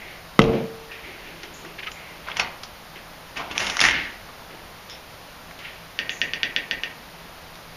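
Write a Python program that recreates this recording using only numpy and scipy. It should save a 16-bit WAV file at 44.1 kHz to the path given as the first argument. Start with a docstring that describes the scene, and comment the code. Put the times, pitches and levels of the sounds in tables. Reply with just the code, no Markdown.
"""Knock, stiff door and clicks

A knuckle raps once on a flat wooden door in a hallway; someone shuffles, works the lock and pulls the door
out of its tight frame. Eight light hard clicks follow, over room noise and a faint hum. Struck bodies are
sums of damped modes, rubbing is filtered random slips, small contacts are dying noise bursts, and the hall
is convolution with a decaying noise tail. A small microphone notches, clips and low-passes the sum."""
import sys
import numpy as np
from scipy import signal
from scipy.fft import rfft, irfft
from scipy.io import wavfile

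SR = 44100
rng = np.random.default_rng(int(sys.argv[2]) if len(sys.argv) > 2 else 0)


def unload_audio(sound):
    """Save the sound as a 16-bit wav file, at the path given as the first command line argument."""
    columns = np.transpose(np.atleast_2d(sound))
    # keep every value between -1 and 1, then stretch to whole-number steps
    steps = np.round(np.clip(columns, -1, 1) * 32767)
    wavfile.write(sys.argv[1], SR, steps.astype(np.int16))


N = 342506

# modes of the door leaf: f/Hz, level/dB, t60/s
DOOR_MODES = [(147.7, -14, 0.54), (183, -21, 0.026), (226, -5, 0.043), (275, -16, 0.049),
              (349, -6.5, 0.045), (450.6, -19.5, 1), (520, -2, 0.017), (620, -26, 0.028),
              (825, -7.5, 0.011), (1257, 7.5, 0.01), (1490, -7, 0.012), (2040, 2.5, 0.013),
              (3030, 2.5, 0.0061), (3320, -14, 0.0048)]


def amp(db):
    """Logarithmic level: decibels to amplitude gain."""
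    return 10 ** (np.asarray(db) / 20)


def rms_one(x):
    """Power normalisation: scale to rms 1."""
    return x / np.sqrt(np.mean(x ** 2) + 1e-20)


def band(x, low_hz, high_hz):
    """Band limiting by a Butterworth band-pass."""
    return signal.sosfilt(signal.butter(2, [low_hz, high_hz], "band", fs=SR, output="sos"), x)


def steep(x, hz, kind):
    """Band limiting by a sixth-order Butterworth high- or low-pass."""
    return signal.sosfilt(signal.butter(6, hz, kind, fs=SR, output="sos"), x)


def soften(x, hz, order):
    """A soft contact lengthens the force pulse, which low-passes its spectrum."""
    return signal.lfilter(*signal.butter(order, hz, fs=SR), x)


def at_hz(rows, hz, axis=1):
    """Interpolation of a table column along logarithmic frequency."""
    rows = np.array(rows)
    return np.interp(np.log(np.maximum(hz, 1)), np.log(rows[:, 0]), rows[:, axis])


def ring(impulses, hz, t60):
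    """Damped resonator: a unit impulse starts a sine of height 1 that decays 60 dB in t60."""
    radius = amp(-60 / (t60 * SR))
    angle = 2 * np.pi * hz / SR
    feedback = [1, -2 * radius * np.cos(angle), radius ** 2]
    return signal.lfilter([0, np.sin(angle)], feedback, impulses + 1e-18)   # offset avoids denormals


def grains(per_s, spread_db):
    """Stick-slip as a random pulse train: slips of uneven size and either sign, rms 1."""
    sizes = amp(spread_db * np.minimum(rng.exponential(1, N), 5))
    signs = rng.choice([-1, 1], N)
    return rms_one(sizes * signs * (rng.random(N) < per_s / SR))


def strokes(rows, attack_s):
    """Amplitude envelopes: strokes swell, hold and fade; one gain for the main layer and each further one."""
    t, gains = np.arange(N) / SR, 0
    for s, hold, fade, db, *layers_db in rows:
        swell = np.clip(1 + (t - s) / attack_s, 0, 1) ** 2
        shape = swell * amp(db - fade * np.clip(t - s - hold, 0, 2))
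        gains = gains + shape * amp([0] + layers_db)[:, None]
    return gains


def knock():
    """Modal excitation: the knuckle's short push rings every mode of the leaf."""
    knock_s, push_db, knuckle_hz = .3918, 1.5, 2220
    push = np.zeros(N)
    push[round(knock_s * SR)] = amp(push_db)
    push = soften(push, knuckle_hz, order=1)
    leaf = sum(amp(db) * ring(push, hz, t60) for hz, db, t60 in DOOR_MODES)
    return steep(leaf, 150, "high")   # a leaf radiates little deep bass


def shudder():
    """Repeated modal excitation: the struck leaf swings against its frame, and equal-sized slaps at random
    moments feed its low modes."""
    # swings: full at t/s, hold/s, fade/(dB/s), level/dB, then relative to it crackle/dB, sway/dB
    swings = [(.404, 0.00083, 402, -24.5, -13, 3), (.42, .1, 115, -23.5, -17.5, -22),
              (.47, 0.012, 350, -32, -31, 7), (.535, 0.021, 147, -29.5, -10.5, -25)]
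    level, crackle, sway = strokes(swings, attack_s=.006)
    slaps = grains(per_s=2500, spread_db=0.0)
    low_modes = [row for row in DOOR_MODES if 100 < row[0] < 700]
    longest_t60 = .08   # s, contact with the frame damps the leaf
    wood = sum(amp(db) * ring(slaps, hz, min(t60, longest_t60)) for hz, db, t60 in low_modes)
    return (level * rms_one(steep(wood, 132, "high"))
            + crackle * rms_one(band(slaps, 1400, 2700))
            + sway * rms_one(band(slaps, 21, 87)))


def ticks():
    """Impact noise: each hard contact is a dying burst, partly broad, partly coloured around its own pitch."""
    # contacts of latch and lock: t/s, peak level/dB, pitch f/Hz, broad part relative to coloured/dB, t60/s
    contacts = [(.399, -12, 3000, 0, 0.016), (0.4172, -11.5, 3000, -4, 0.011),
                (0.4192, -13.5, 2930, -2, 0.013), (.4405, -16.5, 2880, 0, 0.0053),
                (.4605, -32, 4800, -6, .008), (1.4325, -20.5, 2070, 6, 0.023), (1.6491, -26, 1510, 0, .02),
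                (1.917, -23, 2400, 5, 0.017), (2.286, -16, 1220, -13, 0.011),
                (2.3157, -20.5, 2700, -15, .015), (2.3686, -11, 2640, 7, 0.028),
                (2.396, -5.5, 2570, 1, 0.043), (2.634, -19.5, 4050, 31, 0.03),
                (3.37, -17.5, 2290, 5, 0.061), (3.5113, -19.5, 2700, -1, 0.058),
                (3.579, -3, 2510, 8, 0.0089), (3.603, -14, 2320, -14, 0.019),
                (3.6674, -11.5, 3120, 2, 0.032), (3.6983, -11, 2900, 11, 0.033),
                (3.769, -5, 1290, 1, 0.0073), (3.7926, -7, 2150, -4, 0.021),
                (3.8036, -1.5, 2970, 17, 0.015), (3.813, 1, 2570, 5.5, 0.018),
                (3.8383, -2.5, 2000, 3, 0.028), (3.8516, -3.5, 2050, -5, 0.018),
                (3.8662, -11, 2190, 6, 0.022), (3.8864, -5, 2140, -5, 0.012),
                (3.9095, -8, 2050, -9, 0.0086), (4.898, -22.5, 5300, 4, 0.011),
                (5.5099, -27.5, 1800, -2, 0.022), (5.5894, -28, 3020, -1, 0.03),
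                (7.5547, -27.5, 2840, 8, .02)]
    out, t = np.zeros(N), np.arange(3000) / SR
    whites = rng.standard_normal((len(contacts), len(t)))
    for (s, db, hz, wide_db, t60), white in zip(contacts, whites):
        coloured = rms_one(band(white, hz / 1.25, hz * 1.3))
        broad = rms_one(band(white, 940, 12000))
        burst = (coloured + amp(wide_db) * broad) * amp(-60 * t / t60)
        at = round(s * SR)
        out[at:at + len(t)] += amp(db) * burst / np.max(np.abs(burst))
    return out


def bolt():
    """Modal ringing of metal: each snap of the bolt excites its high modes."""
    # snaps: t/s, level/dB
    snaps = [(2.396, -23), (2.633, -40)]
    # modes of the bolt: f/Hz, level/dB, t60/s
    bolt_modes = [(3600, -5, 0.056), (4250, -13, 0.15), (4420, -3.5, 0.15), (4530, -10, 0.2)]
    hits = np.zeros(N)
    for s, db in snaps:
        hits[round(s * SR)] = amp(db)
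    return sum(amp(db) * ring(hits, hz, t60) for hz, db, t60 in bolt_modes)


def rubbing():
    """Stick-slip friction: grains excite the hardware's mid ring, the wood below and a bright scrape above."""
    # rubs of lock parts and leaf: full at t/s, hold/s, fade/(dB/s), level/dB,
    # then relative to it rumble/dB, dull part/dB, bright part/dB
    rubs = [(2.276, 0.026, 300, -37, -10, 1.5, -18), (2.37, .001, 900, -30, -12, -6, -9),
            (2.398, .001, 180, -27, -10, 1, -22), (3.37, .001, 298, -30, -11, -5, -9),
            (3.4, 0.0066, 153, -40.5, -5.5, 8.5, -15), (3.512, .001, 350, -36.5, -2, -3, -10),
            (3.56, 0.011, 500, -34.5, -10, -2, 0), (3.6, .001, 53, -27, -9.5, -3, 2.5),
            (3.82, 0.05, 400, -24.5, -10, -4, 2.5), (3.85, 0.12, 125, -25.5, -14, -13, -30),
            (4.03, 0.0084, 159, -63, -16, -28, -35)]
    mid, rumble, dull, bright = strokes(rubs, attack_s=0.021)
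    slips = grains(per_s=3500, spread_db=1.0)
    hardware = band(slips, 1850, 2980) + 0.85 * band(band(slips, 1470, 2550), 1470, 2550)
    wood = band(slips, 170, 507) + 1.2 * band(slips, 45, 91)
    return (mid * rms_one(hardware) + rumble * rms_one(wood)
            + dull * rms_one(band(slips, 420, 1510))
            + bright * rms_one(band(slips, 6400, 16000)))


def clicker():
    """Shared resonances: one small body struck each time gives all clicks one colour, with a soft thud below."""
    # the run of light clicks: t/s, strike level/dB
    strikes = np.array([(5.9897, -14), (6.094, -18), (6.2159, -11.5), (6.3352, -16), (6.4317, -12),
                        (6.563, -12.5), (6.7113, -12.5), (6.8351, -18)])
    # modes of the clicking body: f/Hz, level/dB, t60/s
    body_modes = [(1602, -9.5, 0.037), (1840, -20, 0.17), (1870, -13.5, 0.087), (1982, -7.5, 0.027),
                  (2320, -11.5, 0.017), (2560, -21, 0.026), (3100, -20, 0.017), (2840, 7, 0.0059),
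                  (3340, 4.5, 0.0054), (4540, -0.5, 0.0045), (5700, 0, 0.0026)]
    at = np.round(strikes[:, 0] * SR).astype(int)
    strike_db = strikes[:, 1]
    body, thud = np.zeros(N), np.zeros(N)
    for hz, db, t60 in body_modes:
        hits = np.zeros(N)
        hits[at] = amp(strike_db + db + 2.1 * rng.standard_normal(len(strikes)))   # each mode varies by 2.1 dB
        body += ring(hits, hz, t60)
    body = soften(body, 3800, order=2)   # the contact is slightly soft
    body = steep(steep(body, 1793, "high"), 9400, "low")
    thud[at] = amp(strike_db + 14.0)
    return body + band(band(thud, 120, 770), 120, 770)


def squeaks():
    """Narrow resonance: fast slips are heard through one band each, starting quickly and fading out."""
    # squeaks, rings and hisses: t/s, length/s, centre f/Hz, width/Hz, level before the envelope/dB
    notes = [(0.891, 0.05, 1860, 150, -39), (0.908, 0.071, 2570, 400, -38), (1.029, 0.23, 2100, 350, -42),
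             (1.26, 0.089, 2290, 900, -41.5), (1.929, 0.54, 2180, 350, -46), (0.01, 0.28, 2100, 400, -42),
             (1.535, 0.15, 7100, 1200, -39.5), (1.862, 0.068, 1260, 80, -40), (1.91, 0.11, 7040, 500, -42),
             (4.278, 0.037, 1190, 119, -38), (4.895, 0.097, 5300, 500, -42), (4.89, 0.12, 3450, 600, -44.5),
             (6.097, 0.24, 6840, 1200, -38.5)]
    out, count = np.zeros(N), SR // 4   # none sounds past a quarter second
    for (s, length, hz, width, db), slips in zip(notes, rng.standard_normal((len(notes), count))):
        age = np.arange(count) / SR / length
        at = round(s * SR)
        tone = rms_one(band(slips, hz - width / 2, hz + width / 2))
        out[at:at + count] += amp(db) * tone * np.clip(np.minimum(age * 30, 1 - age), 0, 1)
    return out


def shuffle():
    """Friction of cloth and feet: soft grains around two kilohertz over a floorboard's low murmur."""
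    # moves: full at t/s, hold/s, fade/(dB/s), level/dB, floorboard part relative to it/dB
    moves = [(0.0, 0.15, 300, -47, -9), (.92, .01, 89, -39.5, -17), (1.05, 0.42, 40, -48.5, -1.5),
             (1.438, .001, 800, -39, -22), (1.65, 0.015, 100, -49, -1.5), (1.792, .005, 1100, -32, -23),
             (1.834, .001, 800, -31.5, -21), (1.872, 0.00089, 752, -28, -18), (1.96, 0.45, 200, -49.5, -12),
             (2.96, .001, 250, -41, -10), (4.29, .001, 600, -50, 1), (4.5, .02, 56, -49.5, -1.5),
             (4.894, .06, 252, -49.5, -16), (5.6, .02, 200, -41.5, -27), (5.648, .001, 82, -39, -23)]
    cloth, board = strokes(moves, attack_s=0.014)
    slips = grains(per_s=4000, spread_db=1.5)
    return cloth * rms_one(band(slips, 1700, 3020)) + board * rms_one(band(slips, 296, 430))


def hall(x):
    """Diffuse reverberation: half-octave bands of noise, each dying at its own rate after a short gap."""
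    # reverberation: f/Hz, relative level/dB, t60/s
    decay = [(60, 3.5, 0.17), (252, 6, 0.4), (670, 3.5, 0.53), (1310, -2.5, 0.3), (1960, 4, 0.39),
             (2960, 0, 0.17), (3960, 2, 0.25), (8600, 17.5, 0.026)]
    t, edges = np.arange(SR) / SR, 40 * 2 ** np.arange(0, 8.6, .5)
    whites, tail = rng.standard_normal((2, SR)), 0
    for k, (low, high) in enumerate(zip(edges, edges[1:])):
        hz = np.sqrt(low * high)
        fall_db = 60 * t / at_hz(decay, hz, axis=2)
        tail = tail + band(whites[k % 2], low, high) * amp(at_hz(decay, hz) - fall_db)
    tail = tail * np.clip((t - .002) / 0.00047, 0, 1)   # 2 ms gap, then a 0.47 ms rise
    return signal.fftconvolve(x, tail / np.sqrt(np.sum(tail ** 2)))[:N]


def air():
    """Spectral shaping of white noise: steady ventilation and microphone noise."""
    # room noise: f/Hz, relative density/(dB per Hz)
    spectrum_db = [(12, -12), (20, -4), (133, -10.5), (166, -8), (191, -10.5), (324, -14), (393, -13.5),
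                   (614, -9.5), (705, -10), (932, -10.5), (4810, -20.5), (6020, -25), (7730, -30),
                   (9390, -29), (15500, -28.5)]
    hz = np.arange(N // 2 + 1) * SR / N
    shaped = rfft(rng.standard_normal(N)) * amp(at_hz(spectrum_db, hz))
    return amp(-42.5) * rms_one(irfft(shaped, N))


def hum():
    """Narrow-band noise: a band a few hertz wide gives a fan's wavering hum."""
    centre_hz, width_hz, level_db = 165.2, 5, -58.5
    noise = rng.standard_normal(N)
    return amp(level_db) * rms_one(band(noise, centre_hz - width_hz / 2, centre_hz + width_hz / 2))


def scene():
    """Superposition: direct sources plus hallway sound with a share for each group; the top octave is weak."""
    door, parts, clicks = knock(), ticks() + bolt() + rubbing(), clicker()
    to_hall = amp(-14.5) * band(door, 144, 1530) + amp(-8.0) * parts
    to_hall = to_hall + amp(1.5) * soften(clicks, 2600, order=1)
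    near = door + shudder() + parts + clicks + hall(to_hall) + shuffle() + squeaks()
    top = steep(steep(near, 8970, "high"), 10160, "low")
    near = steep(near, 6290, "low") + amp(-14.5) * top
    return (near + air() + hum())[None]


def record(dry):
    """Transducer response: the microphone port has a notch, peaks clip, the top is cut."""
    notch = signal.sosfilt(signal.butter(2, [7200, 8700], "bandstop", fs=SR, output="sos"), dry)
    loud = np.clip(notch, -1, 1)
    top_cut = signal.cheby2(16, 70, 15700, fs=SR, output="sos")   # 70 dB down from 15.7 kHz
    return np.clip(signal.sosfilt(top_cut, loud), -1, 1)


dry = scene()
out = record(dry)
unload_audio(out)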